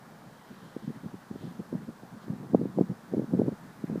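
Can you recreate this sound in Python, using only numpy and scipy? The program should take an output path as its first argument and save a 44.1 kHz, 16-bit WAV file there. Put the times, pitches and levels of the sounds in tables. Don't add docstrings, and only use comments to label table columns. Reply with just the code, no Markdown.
import sys
import numpy as np
from scipy import signal
from scipy.fft import rfft, irfft, next_fast_len
from scipy.io import wavfile
from scipy.ndimage import uniform_filter1d, map_coordinates

SR = 44100
rng = np.random.default_rng(int(sys.argv[2]) if len(sys.argv) > 2 else 0)


def put_to_file(sound):
    columns = np.atleast_2d(sound).T
    safe = np.clip(columns, -1, 1)
    whole_steps = np.round(safe * 32767)
    wavfile.write(sys.argv[1], SR, whole_steps.astype(np.int16))


N = 176400
TIME = np.arange(N) / SR


def amp(db):
    return 10 ** (np.asarray(db) / 20)


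def unit_rms(x):
    return x / np.sqrt(np.mean(x ** 2) + 1e-20)


def wobble(knots_per_s):
    knots = rng.standard_normal(int(N * knots_per_s / SR) + 4)
    return map_coordinates(knots, [np.arange(N) * knots_per_s / SR])


def filtered(x, response):
    size = next_fast_len(N + SR // 2)
    return irfft(rfft(x, size) * response(np.fft.rfftfreq(size, 1 / SR)), size)[:N]


def noise(spectrum, patchy_db=0):
    white = signal.stft(rng.standard_normal(N), nperseg=512)[2]
    patches = uniform_filter1d(rng.standard_normal(white.shape), size=5, axis=0)
    patches = uniform_filter1d(patches, size=16, axis=1)
    patchy = signal.istft(white * amp(patchy_db * unit_rms(patches)), nperseg=512)[1][:N]
    knot_hz, db = np.transpose(spectrum)
    return unit_rms(filtered(patchy, lambda hz: amp(np.interp(np.log(hz + 1), np.log(knot_hz), db))))


def contour(rows):
    return amp(np.interp(TIME, *np.transpose(rows)))


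def swells(rows):
    return np.sqrt(sum(amp(db) ** 2 * np.exp(-2 * ((TIME - s) / half) ** 2) for s, half, db in rows))


def wind_filter(x, cutoff_hz=126.8, leak_db=-45):
    highpass = signal.butter(N=4, Wn=cutoff_hz, btype="high", fs=SR, output="sos")
    return signal.sosfilt(highpass, x) + amp(leak_db) * x


# (frequency [Hz], relative level [dB])
HISS_SPECTRUM = [(100, 5.5), (2000, -9.5), (2700, -4.5), (3100, -2), (4000, -0.5), (5000, -2), (7000, -5.5),
                 (10000, -8), (15000, -11.5)]
# (time [s], level [dB])
HISS_ENVELOPE = [(0, -66), (1.1, -65.5), (1.55, -64.5), (1.85, -65.5), (2.6, -65.5), (3.45, -64.5),
                 (4, -65)]


def microphone_hiss():
    return contour(HISS_ENVELOPE) * noise(HISS_SPECTRUM)


# (frequency [Hz], relative level [dB])
WASH_SPECTRUM = [(100, -15), (220, -11.5), (400, -3.5), (800, -1.5), (1100, -3), (1400, -6), (1700, -7),
                 (2100, -14.5), (2600, -20), (4000, -31)]
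# (time [s], level [dB])
WASH_ENVELOPE = [(0, -54.5), (.8, -55), (2, -55), (3, -55), (4, -53)]


def water_wash():
    return contour(WASH_ENVELOPE) * noise(WASH_SPECTRUM, patchy_db=1.24)


# (centre time [s], half duration [s], level [dB])
FLURRY_SWELLS = [(.04, 0.024, -52.5), (.27, 0.022, -49.5), (.515, 0.022, -47.5), (.645, .03, -45),
                 (.84, 0.018, -42), (.895, 0.022, -39.5), (.96, 0.028, -46.5), (1.055, 0.021, -40.5),
                 (1.145, 0.011, -40.5), (1.335, .025, -41.5), (1.44, 0.042, -36.5), (1.485, 0.094, -45),
                 (1.603, 0.019, -39.5), (1.755, 0.041, -36.5), (1.82, .025, -39.5), (1.89, 0.016, -35.5),
                 (2.145, 0.035, -43), (2.33, 0.062, -38), (2.43, 0.036, -37.5), (2.6, 0.11, -35.5),
                 (2.8, 0.065, -36), (2.905, 0.023, -34), (3.175, 0.056, -31), (3.24, 0.0059, -31),
                 (3.375, 0.071, -30), (3.455, 0.038, -30), (3.525, 0.014, -35.5), (3.655, 0.051, -46),
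                 (3.83, 0.084, -48.5), (3.925, 0.039, -35), (3.98, 0.013, -35.5)]
# (frequency [Hz], relative level [dB])
RUMBLE_SPECTRUM = [(20, -10), (50, 9), (90, 0), (140, 3), (230, 4), (320, -7), (480, -17.5), (700, -42),
                   (1200, -65), (3000, -120)]
# (frequency [Hz], relative level [dB])
RASP_SPECTRUM = [(100, -30), (300, -6.5), (480, -1), (650, -17), (900, -25.5), (1300, -45), (3000, -120)]


def turbulence(breeze_db=-54.5, flutter_db=1.6, rasp_db=-14, reference_db=-35.5, rasp_exponent=1.85):
    rumble, rasp = noise(RUMBLE_SPECTRUM), noise(RASP_SPECTRUM)
    flutter = amp(flutter_db * wobble(knots_per_s=79))
    flow = np.hypot(swells(FLURRY_SWELLS), amp(breeze_db)) * flutter
    rasp_gain = amp(reference_db + rasp_db) * (flow / amp(reference_db)) ** rasp_exponent
    return wind_filter(flow * rumble / wind_filter(rumble).std() + rasp_gain * rasp)


# (frequency [Hz], relative level [dB])
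FIZZ_SPECTRUM = [(1500, -18), (2700, -5.5), (2950, -3), (3100, 4.5), (3400, 0), (4100, -1.5), (5500, -11),
                 (8000, -15), (15000, -28)]
# (centre time [s], half duration [s], level [dB])
FIZZ_SWELLS = [(.68, 0.45, -68), (1.44, 0.085, -64), (2.23, 0.024, -65.5)]


def slush_fizz():
    return swells(FIZZ_SWELLS) * noise(FIZZ_SPECTRUM)


def vortex(position):
    return (position ** 2 - 1) * np.exp(-position ** 2 / 2)


# (time [s], relative peak level [dB], nominal pitch [Hz])
EDDY_PASSAGES = [(0.7661, -23, 325), (.879, -22.5, 210), (.905, -28, 280), (1.0602, -27, 176),
                 (1.142, -30, 282), (1.3125, -24.5, 250), (1.3593, -28.5, 336), (1.439, -33, 274),
                 (1.7287, -22.5, 330), (1.753, -26.5, 208), (1.769, -41, 182), (1.891, -28.5, 314),
                 (2.035, -33, 232), (2.2827, -29.5, 320), (2.302, -22, 174), (2.335, -26.5, 210),
                 (2.536, -16, 243), (2.548, -5.5, 420), (2.552, -12.5, 210), (2.597, -27, 226),
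                 (2.6155, -18, 305), (2.6567, -18.5, 305), (2.7769, -17.5, 288), (2.7871, -13, 467),
                 (2.793, -15, 310), (2.811, -7, 270), (2.8219, -22.5, 234), (3.124, -25, 209),
                 (3.138, -18, 402), (3.146, -18.5, 416), (3.1714, -20, 289), (3.181, -17.5, 250),
                 (3.1957, -16.5, 280), (3.22, -25, 385), (3.338, -10.5, 235), (3.349, -17.5, 246),
                 (3.392, -16.5, 330), (3.3966, -10.5, 292), (3.418, -13.5, 400), (3.4828, -13.5, 308),
                 (3.490, -21, 380), (3.842, -19.5, 253), (3.899, -21.5, 237), (3.9585, -20, 364)]


def eddy_thumps(width_rad=1.68, gain_db=-0.5, core_db=-10.5, core_tightness=1.83):
    out = np.zeros(N)
    for centre_s, db, hz in EDDY_PASSAGES:
        near = np.flatnonzero(np.abs(TIME - centre_s) < .04)
        position = 2 * np.pi * hz * (TIME[near] - centre_s) / width_rad
        core = amp(core_db + db) * vortex(core_tightness * position)
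        thump = wind_filter(vortex(position) + core)
        out[near] += amp(db + gain_db) * thump / np.abs(thump).max()
    return out


# (frequency [Hz], relative level [dB])
SWIRL_SPECTRUM = [(100, -18), (300, -3.5), (500, 6.5), (750, -7), (1050, -14.5), (1400, -40), (2000, -44),
                  (3200, -120)]


def eddy_swirls(half_duration_s=0.0047, relative_db=-21.5):
    bursts = [(centre_s, half_duration_s, db + relative_db) for centre_s, db, _ in EDDY_PASSAGES]
    return wind_filter(swells(bursts) * noise(SWIRL_SPECTRUM))


def scene():
    background = microphone_hiss() + water_wash() + slush_fizz()
    wind = eddy_thumps() + eddy_swirls() + turbulence()
    return (background + wind)[None]


def record(dry, band_limit_hz=15400):
    return filtered(dry[0], lambda hz: hz < band_limit_hz)[None]


dry = scene()
out = record(dry)
put_to_file(out)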